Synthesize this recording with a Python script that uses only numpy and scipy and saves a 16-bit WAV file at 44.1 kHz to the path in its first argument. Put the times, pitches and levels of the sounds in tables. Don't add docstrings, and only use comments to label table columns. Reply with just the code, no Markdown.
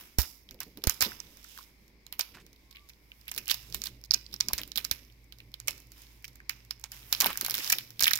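import sys
import numpy as np
from scipy import signal
from scipy.fft import rfft, irfft, next_fast_len
from scipy.io import wavfile
from scipy.ndimage import uniform_filter1d

SR = 44100
rng = np.random.default_rng(int(sys.argv[2]) if len(sys.argv) > 2 else 0)


def natural_amplitude(level_db):
    exponent = np.asarray(level_db, float) / 20
    return 10 ** exponent


def master(y):
    cut = np.clip(np.atleast_2d(y).T, -1, 1)
    pcm = np.round(cut * 32767)
    wavfile.write(sys.argv[1], SR, pcm.astype(np.int16))


N = 361179
SPAN = 2048


def gains(table, size):
    hz, db = np.transpose(table)
    bins = np.fft.rfftfreq(size, 1 / SR)
    return natural_amplitude(np.interp(np.log(bins + 1), np.log(hz + 1.), db))


def colour(x, table):
    size = next_fast_len(N)
    return irfft(rfft(x, size) * gains(table, size), size)[..., :N]


def unit(x):
    return x / np.sqrt(np.mean(x ** 2, -1, keepdims=True))


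def curves(table):
    s, *columns = np.transpose(table)
    return [np.interp(np.arange(N) / SR, s, c) for c in columns]


def walk(rate):
    hold = int(SR / rate)
    steps = np.repeat(rng.standard_normal(N // hold + 1), hold)
    return unit(uniform_filter1d(uniform_filter1d(steps, hold), hold)[:N])


def lay(s, bursts):
    out = np.zeros(N + SPAN)
    np.add.at(out, (s * SR).astype(int)[:, None] + np.arange(SPAN), bursts)
    return out[:N]


def creases(rate, spread_db, size):
    when, luck = rng.random((2, size))
    sizes = natural_amplitude(-spread_db * np.log(luck + 1e-3))
    return unit(uniform_filter1d((when < rate / SR) * sizes, size=40))


# t/s, right level/dB, patch f/Hz, treble/dB
JUMP = [
    (0.1856, -19.5, 5500, 6.2),
    (0.19, -35.5, 5200, 10),
    (0.217, -27.5, 4900, 5.6),
]
# t/s, right level/dB, patch f/Hz, treble/dB
RIPS = [
    (1.0077, -17, 5770, -0.5),
    (1.0159, -17, 5380, -1.5),
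    (1.0229, -15, 5510, 2.5),
]
# t/s, right level/dB, patch f/Hz, treble/dB
LIFTING = [(0.544, -51, 5070, 7.5), (0.682, -61.5, 6500, 21.5), (0.4894, -39, 3510, -13),
           (0.604, -29.5, 5000, 13), (0.632, -39.5, 5560, 20), (0.773, -41.5, 4040, 13),
           (0.8391, -21.5, 4470, -1.5), (0.8714, -17, 5650, 2), (0.896, -15, 6330, 1.5),
           (1.371, -49, 5700, 11), (2.935, -51, 4500, -9), (1.118, -35.5, 1610, -11),
           (1.202, -26.5, 5640, -10.5), (1.575, -39, 1420, -11.5), (2.066, -38, 4440, -3.5),
           (2.1256, -32.5, 3730, 7), (2.1937, -21.5, 4730, 10), (2.2096, -16.5, 4600, -12),
           (2.7585, -41, 3300, -13), (3.118, -37, 2810, -19), (3.281, -35.5, 3440, 12),
           (3.3151, -28, 6430, 0), (3.318, -34, 2730, 2), (3.363, -36, 5240, 8), (3.3777, -25.5, 2770, 3),
           (3.48, -28, 5900, 10), (3.489, -26, 3400, -9), (3.5111, -18.5, 4650, -2.5),
           (3.5429, -25.5, 4260, 1)]
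# t/s, right level/dB, patch f/Hz, treble/dB
PICKING = [(3.725, -33, 4750, -3.5), (3.7457, -24.5, 5800, 34), (3.818, -25, 4800, -4.5),
           (3.8382, -25.5, 6000, -2.5), (3.858, -31, 3880, 14), (4.039, -36.5, 5160, -6),
           (4.1093, -7, 4900, -54.5), (4.1173, -22.5, 5030, -6.5), (4.132, -29.5, 4500, -18.5),
           (4.138, -15.5, 4700, -7), (4.14, -16, 4940, -16), (4.1425, -13, 5540, -38),
           (4.145, -13.5, 5200, -14.5), (4.264, -34, 4670, -38.5), (4.332, -36.5, 4430, -11),
           (4.3405, -27, 4900, -3), (4.3626, -34, 4720, -17), (4.4081, -9.5, 5400, -24.5),
           (4.4853, -18.5, 5300, -5), (4.533, -20.5, 5800, 10), (4.58, -25.5, 5140, -1),
           (4.585, -26, 5300, -6), (4.6156, -32.5, 3280, 1), (4.634, -29, 4000, -5),
           (4.7181, -27.5, 4070, -9), (4.758, -22.5, 3970, -3.5), (4.763, -30.5, 5640, 14),
           (4.775, -17.5, 3820, -3), (4.7803, -22.5, 3780, 10), (4.8486, -22, 5000, -1),
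           (4.8504, -25.5, 5200, -5.5), (4.845, -32, 4500, 2), (4.9127, -15.5, 5030, 1)]
# t/s, right level/dB, patch f/Hz, treble/dB
PULLING = [(5.541, -29.5, 3830, -8), (5.601, -31.5, 5840, -4), (5.6746, -30, 6630, -1),
           (5.6823, -16.5, 6200, 0), (5.708, -30, 5370, -3), (6.2438, -33, 2460, -14),
           (6.495, -21.5, 5580, -0.5), (6.7087, -20.5, 4740, -8.5), (6.8399, -26.5, 5500, -5),
           (7.1268, -12.5, 4800, 0), (7.149, -20.5, 4100, -9), (7.2035, -15.5, 6000, 4),
           (7.208, -24.5, 3940, 11), (7.2195, -23, 5870, 8), (7.244, -18.5, 3530, -0.5),
           (7.2596, -19.5, 1210, 14), (7.2663, -21.5, 4500, 11), (7.3033, -31, 1250, 2),
           (7.33, -30.5, 2850, 0), (7.356, -33, 1770, -13), (7.374, -26, 7000, 10), (7.4113, -23, 6240, 15),
           (7.4479, -26, 4650, 20), (7.463, -25, 5000, 26), (7.4828, -34, 980, 15), (7.4977, -27, 4070, 12),
           (7.5086, -24.5, 5860, 19), (7.542, -24.5, 4030, 15), (7.5515, -26.5, 5430, 15)]
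# t/s, right level/dB, patch f/Hz, treble/dB
CRUMPLING = [(7.5806, -32, 1780, 19), (7.5872, -28, 4850, -3), (7.645, -26.5, 5500, -6),
             (7.664, -30, 5600, -20), (7.676, -25, 4900, -31), (7.7006, -20.5, 5650, 2.5),
             (7.7197, -31, 5900, 2), (7.7036, -25.5, 5230, 4), (7.7266, -16, 5560, 0.5),
             (7.785, -23, 3680, -0.5), (7.9946, -22.5, 4200, -4), (8.006, -23, 5340, 16),
             (8.011, -33, 5900, 11), (8.0245, -17.5, 5500, 12), (8.0356, -13, 5760, -3.5),
             (8.0421, -12.5, 3500, -15), (8.0561, -16, 3480, -9), (8.068, -22, 2050, 15),
             (8.0792, -12, 3210, -0.5), (8.1087, -20, 4500, -7.5), (8.1118, -23.5, 2120, 20),
             (8.134, -11.5, 5060, -2.5), (8.1557, -23, 7200, 0), (8.1599, -27.5, 5900, 9.5),
             (8.174, -28, 5600, 1), (8.075, -25, 5000, 0), (8.188, -32, 1820, -12)]
# t/s, level/dB, patch f/Hz
TICKS = [(0.5098, -39, 5150), (0.853, -48, 6070), (1.2684, -49, 3470), (1.446, -44.5, 1510),
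         (1.88, -56.5, 5470), (2.53, -50.5, 4700), (2.711, -47, 4970), (2.889, -47.5, 5460),
         (3.2945, -46, 3140), (3.348, -38, 5770), (3.4575, -42.5, 5530), (3.506, -27, 6750),
         (3.7004, -47, 5630), (3.766, -42, 4910), (4.014, -53, 5760), (4.677, -45, 7500),
         (4.404, -23, 4500), (5.3235, -37, 3800), (5.403, -39.5, 2660), (5.7792, -47, 6200),
         (5.802, -49, 6420), (5.919, -43.5, 5800), (6.28, -42.5, 5470), (6.3564, -46.5, 5880),
         (6.402, -41, 1680), (6.7968, -51, 6550), (6.9185, -35, 5630), (7.905, -40.5, 5300),
         (0.82, -47, 3500), (1.5765, -40.5, 4350), (2.465, -47.5, 4740), (2.727, -48, 3980),
         (2.769, -45, 3500), (2.794, -52, 3500), (2.901, -46.5, 2300), (3.2562, -60, 6030),
         (3.3403, -41, 5620), (3.629, -49, 6000), (3.708, -57, 5550), (5.0493, -52.5, 4870),
         (5.386, -48, 5220), (5.5176, -55.5, 4910), (5.98, -52.5, 5880), (6.019, -48, 6540),
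         (6.0674, -52, 3800), (6.225, -57, 6500), (6.3318, -60, 6500), (6.813, -52, 6660),
         (7.0295, -45, 2860), (7.972, -54, 3680), (8.0091, -20.5, 5320), (6.65, -54, 6550),
         (5.8704, -58, 6800), (5.82, -53, 4570), (2.185, -58, 6500), (0.59, -53, 3000), (4.313, -51, 4500),
         (4.767, -34, 4500), (4.802, -38, 2500), (5.1, -51, 3000), (5.243, -61, 7400)]
# t/s, right level/dB, patch f/Hz,
# length/s
ZIPS = [(0.198, -32, 5830, 0.013), (1.024, -31.5, 3960, 0.045), (1.428, -58, 5500, 0.0044),
        (1.441, -47.5, 5660, 0.0048), (1.485, -57, 6540, .005), (1.585, -45.5, 1070, 0.0069),
        (1.586, -44.5, 4770, 0.0022), (1.606, -54, 1280, 0.013), (1.62, -55.5, 4800, 0.026),
        (2.195, -37, 4970, 0.027), (2.706, -56, 4300, 0.012), (2.748, -53.5, 2460, 0.04),
        (2.894, -48, 4860, 0.0063), (3.209, -54, 4970, 0.0046), (3.27, -53, 2300, 0.008),
        (3.287, -45.5, 4150, 0.0099), (3.471, -40.5, 3040, 0.0063), (3.496, -25, 3440, 0.02),
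        (3.51, -18.5, 4400, 0.0045), (3.736, -50, 4800, 0.014), (4.045, -51.5, 5060, 0.016),
        (6.244, -43, 5260, 0.0092), (6.246, -44.5, 2600, 0.0074), (7.208, -18, 5140, 0.0029),
        (7.265, -29.5, 3140, 0.0089), (7.443, -38, 4500, 0.003), (7.448, -36, 3240, .008),
        (7.5165, -33, 4300, .004), (7.57, -37.5, 4970, 0.034), (7.698, -26, 5600, 0.0044),
        (7.7, -30, 2050, 0.0052), (7.722, -22, 5470, 0.008), (7.725, -27, 2290, 0.012),
        (8.042, -20, 5330, 0.0025), (8.068, -20.5, 1910, 0.0025), (8.079, -31, 1940, .008),
        (8.106, -40, 1800, 0.012), (4.136, -28, 4960, 0.0073), (5.68, -28, 2450, 0.0094),
        (3.38, -34.5, 5670, 0.0089), (3.743, -37, 3900, 0.0079), (3.839, -39.5, 4500, 0.025),
        (7.22, -35.5, 1000, 0.03), (7.283, -43, 1110, 0.031), (7.596, -40.5, 2480, 0.018),
        (6.837, -49.5, 895, 0.0089),
        (7.631, -45, 5000, .003), (2.559, -60, 3900, 0.0067), (5.121, -59, 4600, .004),
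           (4.324, -44, 4300, .008), (4.342, -48.5, 3100, 0.0037), (8.112, -26, 1830, .006),
           (7.543, -30, 3800, 0.0044), (4.4, -57, 1400, .004), (4.5, -44.5, 950, 0.012),
           (6.495, -26, 2350, 0.0017), (3.867, -29, 3850, 0.0029), (3.28, -41, 2530, 0.01),
           (0.94, -48.5, 8000, 0.0068), (0.92, -46.5, 4500, .004), (7.31, -46, 2500, .02),
           (8.1, -44, 1600, 0.0063), (1.6, -58, 3700, .004)]
SCATTER_DB = [
    -11.5,
    -13,
    -19,
    -21,
    -20,
    -20,
    -14.5,
    -16.5,
]
LOWEST_HZ = [
    4002,
    403,
    489,
    997.5,
    901,
    1500,
    1007,
    0,
]


def releases():
    treble_per_octave_db, zip_treble_db, zip_lowest_share = 12, -0.5, 0.6
    ticks = [(s, db, hz, treble_per_octave_db * np.log2(hz / 5000)) for s, db, hz in TICKS]
    runs = ZIPS
    zips = [(s, db, hz, zip_treble_db + treble_per_octave_db * np.log2(hz / 5000)) for s, db, hz, _ in runs]
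    tables = (JUMP, RIPS, LIFTING, PICKING, PULLING, CRUMPLING, ticks, zips)
    rows = []
    for table, scatter, lowest in zip(tables, SCATTER_DB, LOWEST_HZ):
        rows += [tuple(row) + (scatter, lowest) for row in table]
    s, db, hz, treble_db, scatter_db, low_hz = np.transpose(rows)
    scatter_db = scatter_db + 0.33 * np.clip(treble_db, -15, 10) + 0.1251 * (db + 14.5)
    length = np.r_[np.zeros(len(s) - len(zips)), [row[-1] for row in runs]]
    low_hz = np.where(length > 0, zip_lowest_share * hz, low_hz)
    return s, db, hz, treble_db, scatter_db, low_hz, length


def tears(hz, length, lead):
    t = np.arange(SPAN) / SR
    slow = 0.00065 * (5000 / hz) ** 0.5
    creep = 0.96 * np.exp((t - lead) / 0.0003) + 0.04 * t / lead
    let_go = np.exp(np.minimum(lead + length - t, 0) / slow)
    stutter = 0.35 + creases(500, 2.5, len(hz) * SPAN).reshape(-1, SPAN)
    return np.where(t < lead, creep, let_go) * np.where(length > 0, stutter, 1)


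# f/Hz, level/dB
TAIL = [(2100, 1), (2800, 0.5), (3300, -3.5), (4300, -2), (6800, -5.5), (8800, -8.5), (11500, -5)]


def splash(sent, room_db=-14):
    t = np.arange(SR // 2) / SR
    quick = np.exp(-np.log(1000) * t / 0.07)
    room = natural_amplitude(room_db) * np.exp(-np.log(1000) * t / 0.5)
    echo = rng.standard_normal((2, len(t))) * (quick + room) * natural_amplitude(-15.5)
    wet = colour(signal.fftconvolve(sent[None], echo, axes=1)[:, :N], TAIL)
    return wet * (0.8 + 0.35 * creases(600, 2.5, N))


# f/Hz, level per Hz/dB
FILM = [(180, -36), (300, -19.5), (460, -11.5), (937, 1), (1500, 0.5), (1700, 1.5), (3670, 5.5), (4420, 0),
        (5170, 7.5), (9000, -7), (11700, -26), (19800, -120)]
# f/Hz, level per Hz/dB
SHEEN = [(6500, -19), (8300, -14), (10000, -6), (11500, 0.5), (13000, 2), (15500, -1), (17000, -9)]


def snaps(s, db, hz, treble_db, scatter_db, low_hz, length, sharp=1.43, wide_db=-8, alike_hz=1300):
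    hz, low_hz, run = hz[:, None], low_hz[:, None], length[:, None]
    treble_db = np.minimum(treble_db, 5)[:, None]
    f = np.fft.rfftfreq(SPAN, 1 / SR) + 1
    lead = 0.004
    chance = rng.standard_normal((len(s), 2, SPAN))
    tear = tears(hz, run, lead)
    db = db + 10 * np.log10(1 + length / 0.002)
    patch = 1 / (1 + 1j * sharp * natural_amplitude(-0.2 * treble_db) * (f / hz - hz / f)) ** 2
    film = gains(FILM, SPAN) / (1 + (low_hz / f) ** 4)
    gloss = gains(SHEEN, SPAN)
    wide = natural_amplitude(wide_db + 0.27 * treble_db)

    near, far = rfft(chance[:, 0] * tear), rfft(chance[:, 1] * tear)
    alike = 1 / (1 + (f / alike_hz) ** 2)
    left = np.sqrt(alike) * near + np.sqrt(1 - alike) * far
    ports = []
    for noise in (left, near):
        ring, crack, sheen = (unit(np.roll(irfft(noise * g), 12, 1)) for g in (patch, film, gloss))
        body = (ring + wide * crack) / np.sqrt(1 + wide ** 2) + natural_amplitude(treble_db) * sheen
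        ports.append(body * (natural_amplitude(db) * np.sqrt(0.0012 * SR / SPAN))[:, None])

    bumps = uniform_filter1d(uniform_filter1d(chance[:, 0, :len(f)], size=22), size=12)
    ripple = natural_amplitude(2.5 * unit(bumps))
    spectra = (abs(patch) ** 1.1 * film, film, gloss)
    ring, crack, sheen = (unit(np.roll(irfft(g * ripple), 80, -1)) for g in spectra)
    even = ring + natural_amplitude(8.0) * wide * crack + natural_amplitude(treble_db + 5.5) * sheen
    sent = lay(s, even * (natural_amplitude(db + scatter_db) * np.sqrt(0.00079 * SR / SPAN))[:, None])
    direct = np.array([lay(s - lead, ports[0]), lay(s - lead + 0.0002, ports[1])])
    return direct + splash(sent)


# t/s, rustle level/dB, left level by hand position/dB
RUSTLE = [(0, -50.5, 1.5), (.3, -81, -3.5), (1.6, -57.5, -2), (2.0, -76, -3), (2.75, -70, -1),
          (3.85, -60, -4.5), (4.05, -82, -1.5), (4.6, -60.5, 0.5), (4.75, -74.5, -5.5), (5.9, -73, -2),
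          (5.99, -58, 1), (6.4, -74, -4.5), (6.89, -72, -4), (6.93, -56, -0.5), (7.345, -51, -1),
          (7.67, -43, 2.5), (7.9, -71.5, 2), (8.1, -53.5, -2.5)]


def rustle(slack_db=-4, hiss=1.0, patchy_db=1.5):
    db = curves(RUSTLE)[0]
    rough = creases(1100, 2.5, N) * natural_amplitude(2.2 * walk(40))
    rough = rough * np.clip((db + 70) / 25, 0.25, 0.8)
    grain = rng.standard_normal((2, N)) * (rough + hiss)
    film = unit(colour(grain, FILM))
    slack = colour(film, [(2400, 0), (3300, -40)])
    glossy = natural_amplitude(-0.5) * unit(colour(grain, SHEEN))
    swell = natural_amplitude(db + 2.2 * walk(10.0))
    return swell * sum(part * natural_amplitude(patchy_db * walk(14)) for part in (natural_amplitude(slack_db) * slack, film - slack, glossy))


# t/s, peak level/dB, body f/Hz
FLAPS = [(0.541, -47, 342), (0.663, -42, 237), (0.771, -39.5, 290), (0.836, -37, 426), (1.057, -32, 248),
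         (3.366, -45, 334), (4.486, -44.5, 220), (4.76, -40, 180.4), (5.678, -42.5, 462), (7.235, -41, 253),
         (7.261, -32, 283), (4.14, -44.5, 293), (7.499, -44, 416), (7.42, -38.5, 310), (7.58, -43, 355),
         (2.35, -49, 351), (3.7, -43.5, 150), (3.799, -59, 130), (3.88, -61, 200), (4.33, -47, 200),
         (4.6, -42.5, 250), (1.3, -66, 400), (7.75, -49, 355)]
# t/s, peak level/dB, body f/Hz
SLIDES = [(0.186, -31, 1600), (0.226, -39, 2100), (0.605, -37, 1930), (2.34, -45.5, 2150),
          (2.365, -47, 1500), (2.395, -51, 2600), (4.579, -33, 2410), (6.836, -43, 2520),
          (7.207, -27, 2720), (7.226, -29.5, 1040), (7.29, -30, 1660), (3.503, -45, 3060),
          (3.861, -40, 3800), (5.679, -49, 2640), (7.697, -43, 2110), (7.72, -37, 2150)]


def flaps(sharp=1.04, crisp_db=-6, fade_s=0.015):
    s, db, hz = (c[:, None] for c in np.transpose(FLAPS + SLIDES))
    t, f = np.arange(SPAN) / SR, np.fft.rfftfreq(SPAN, 1 / SR) + 1
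    noise = rfft(rng.standard_normal((len(s), SPAN)))
    thin = np.minimum(hz / 1500, 1)
    narrow = sharp * np.minimum(700 / hz, 1)
    body = unit(irfft(noise / (1 + 1j * narrow * (f / hz - hz / f)) ** 2))
    crisp = unit(irfft(noise * (gains(FILM, SPAN) + natural_amplitude(-4.0) * gains(SHEEN, SPAN)))) * thin
    swell = (1 - np.exp(-t / 0.0082)) * np.exp(-t / fade_s)
    swell = swell * np.minimum(1, (t[-1] - t) / 0.019)
    grain = 1 + thin * (0.6 * creases(700, 3, len(s) * SPAN).reshape(-1, SPAN) - 0.3)
    return lay(s[:, 0], (body + natural_amplitude(crisp_db) * crisp) * grain * swell * natural_amplitude(db))


# t/s, level/dB, f/Hz, time to fade by 60 dB/s
PUFFS = [
    (0.1856, -12.5, 63, 0.1),
    (0.8718, -10, 66.5, 0.04),
    (1.024, -33, 79, 0.078),
    (3.758, -39, 69, 0.085),
    (4.534, -29.5, 64.4, 0.073),
    (4.915, -29, 60, 0.05),
    (8.025, -38.5, 73, 0.12),
]


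def puffs(left_db=-18):
    out = np.zeros(N)
    for s, db, hz, t60 in PUFFS:
        t = np.maximum(np.arange(N) / SR - s, 0)
        swing = np.sin(2 * np.pi * hz * t) * np.exp(-np.log(1000) * t / t60)
        suck = 2.84 * t / 0.00075 * np.exp(-t / 0.00036)
        out += 1.24 * natural_amplitude(db) * (swing - suck)
    return out * np.array([[natural_amplitude(left_db)], [1]])


def tone(table):
    hz, db = curves(table)[:2]
    return np.sqrt(2) * natural_amplitude(db) * np.sin(2 * np.pi * np.cumsum(hz) / SR)


# t/s, f/Hz, level/dB
SQUEAK = [
    (2.619, 1040, -86),
    (2.72, 1084, -77),
    (2.824, 1180, -70.5),
    (2.89, 1090, -78),
]


def squeak():
    t = np.arange(N) / SR
    inside = np.minimum(t - SQUEAK[0][0], SQUEAK[-1][0] - t)
    return tone(SQUEAK) * np.clip(inside / 0.021, 0, 1)


def effort():
    t = np.arange(N) / SR
    rise_s, relax_s, rest = 0.033, 0.11, 0.18
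    late = (t - row[0] for row in FLAPS + PUFFS[1:])
    return rest + sum(np.exp(-(d / np.where(d < 0, rise_s, relax_s)) ** 2) for d in late)


def grip():
    rumble = colour(rng.standard_normal(N), [(70, -9.0), (300, -11.0), (600, -22.0), (1200, -52.5)])
    return unit(rumble) * np.sqrt(effort()) * natural_amplitude(-62) * natural_amplitude(2.3 * walk(25))


# t/s, level/dB
HUM = [(0, -65), (1.1, -66), (3.201, -64), (3.8, -56), (4.798, -59.5), (6.7, -60), (7.302, -59), (7.9, -87),
       (8.19, -95)]


def fridge(noise):
    buzz = unit(colour(noise, [(95, -32.5), (108, 1.5), (126, 3.0), (145, -50.0)]))
    buzz_db = np.interp(np.arange(N) / SR - 2.75, [0, 0.77], [-89.5, -65])
    return tone([(s, 53.8, db) for s, db in HUM]) + buzz * natural_amplitude(buzz_db)


# f/Hz, level per Hz/dB
ROOM = [(18, -46.5), (30, -11.5), (65, 4), (96, -8), (128, -7.5), (368, -11.5), (547, -21.5), (1060, -18),
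        (1270, -29), (1800, -21), (2200, -10.5), (2970, -30), (5030, -20.5), (8310, -55), (14800, -36.5),
        (16500, -40)]
# f/Hz, left minus right level/dB
ROOM_PORTS = [(60, -5), (110, -10.5), (200, -1), (380, 2), (700, -2.5), (1290, 5), (2380, 15.5),
              (4400, -13), (8120, -25), (15000, -7.5)]


def kitchen():
    both, own = rng.standard_normal(N), rng.standard_normal((2, N))
    air = colour(both, [(500, -4.0), (1200, -28.0)]) + colour(own, [(100, -9.5), (900, 0.0)])
    air = colour(air, ROOM)
    air = air / np.sqrt(np.mean(air ** 2)) * natural_amplitude(-55 - 11.5 + 0.63 * walk(2.1))
    shade = gains(ROOM_PORTS, N)
    tilt = np.sqrt(2 / (1 + shade ** 2)) * np.array([shade, np.ones_like(shade)])
    low = fridge(both) + grip()
    return irfft(rfft(air) * tilt, N) + low * natural_amplitude(np.array([[-1.], [1.]]))


# f/Hz, left minus right level/dB
PORTS = [(60, 5.5), (110, -7), (200, 3), (380, -3.5), (700, 1.5), (1290, -0.5), (2380, 1.5), (4400, -14.5),
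         (8120, -10.5), (15000, -3)]


def scene():
    film = snaps(*releases()) + rustle() + flaps()
    film[0] = colour(film[0] * natural_amplitude(curves(RUSTLE)[1]), PORTS)
    return film + squeak() + puffs() + kitchen()


def top_cut(x):
    return signal.sosfilt(signal.butter(12, 17150, fs=SR, output="sos"), x)


def record(dry):
    top = colour(dry, [(15700, 0.5), (16300, -11.5), (16900, -31.5), (17200, -71.5)])
    mix = np.clip(top, -1, 1)
    return top_cut(mix)


dry = scene()
out = record(dry)
master(out)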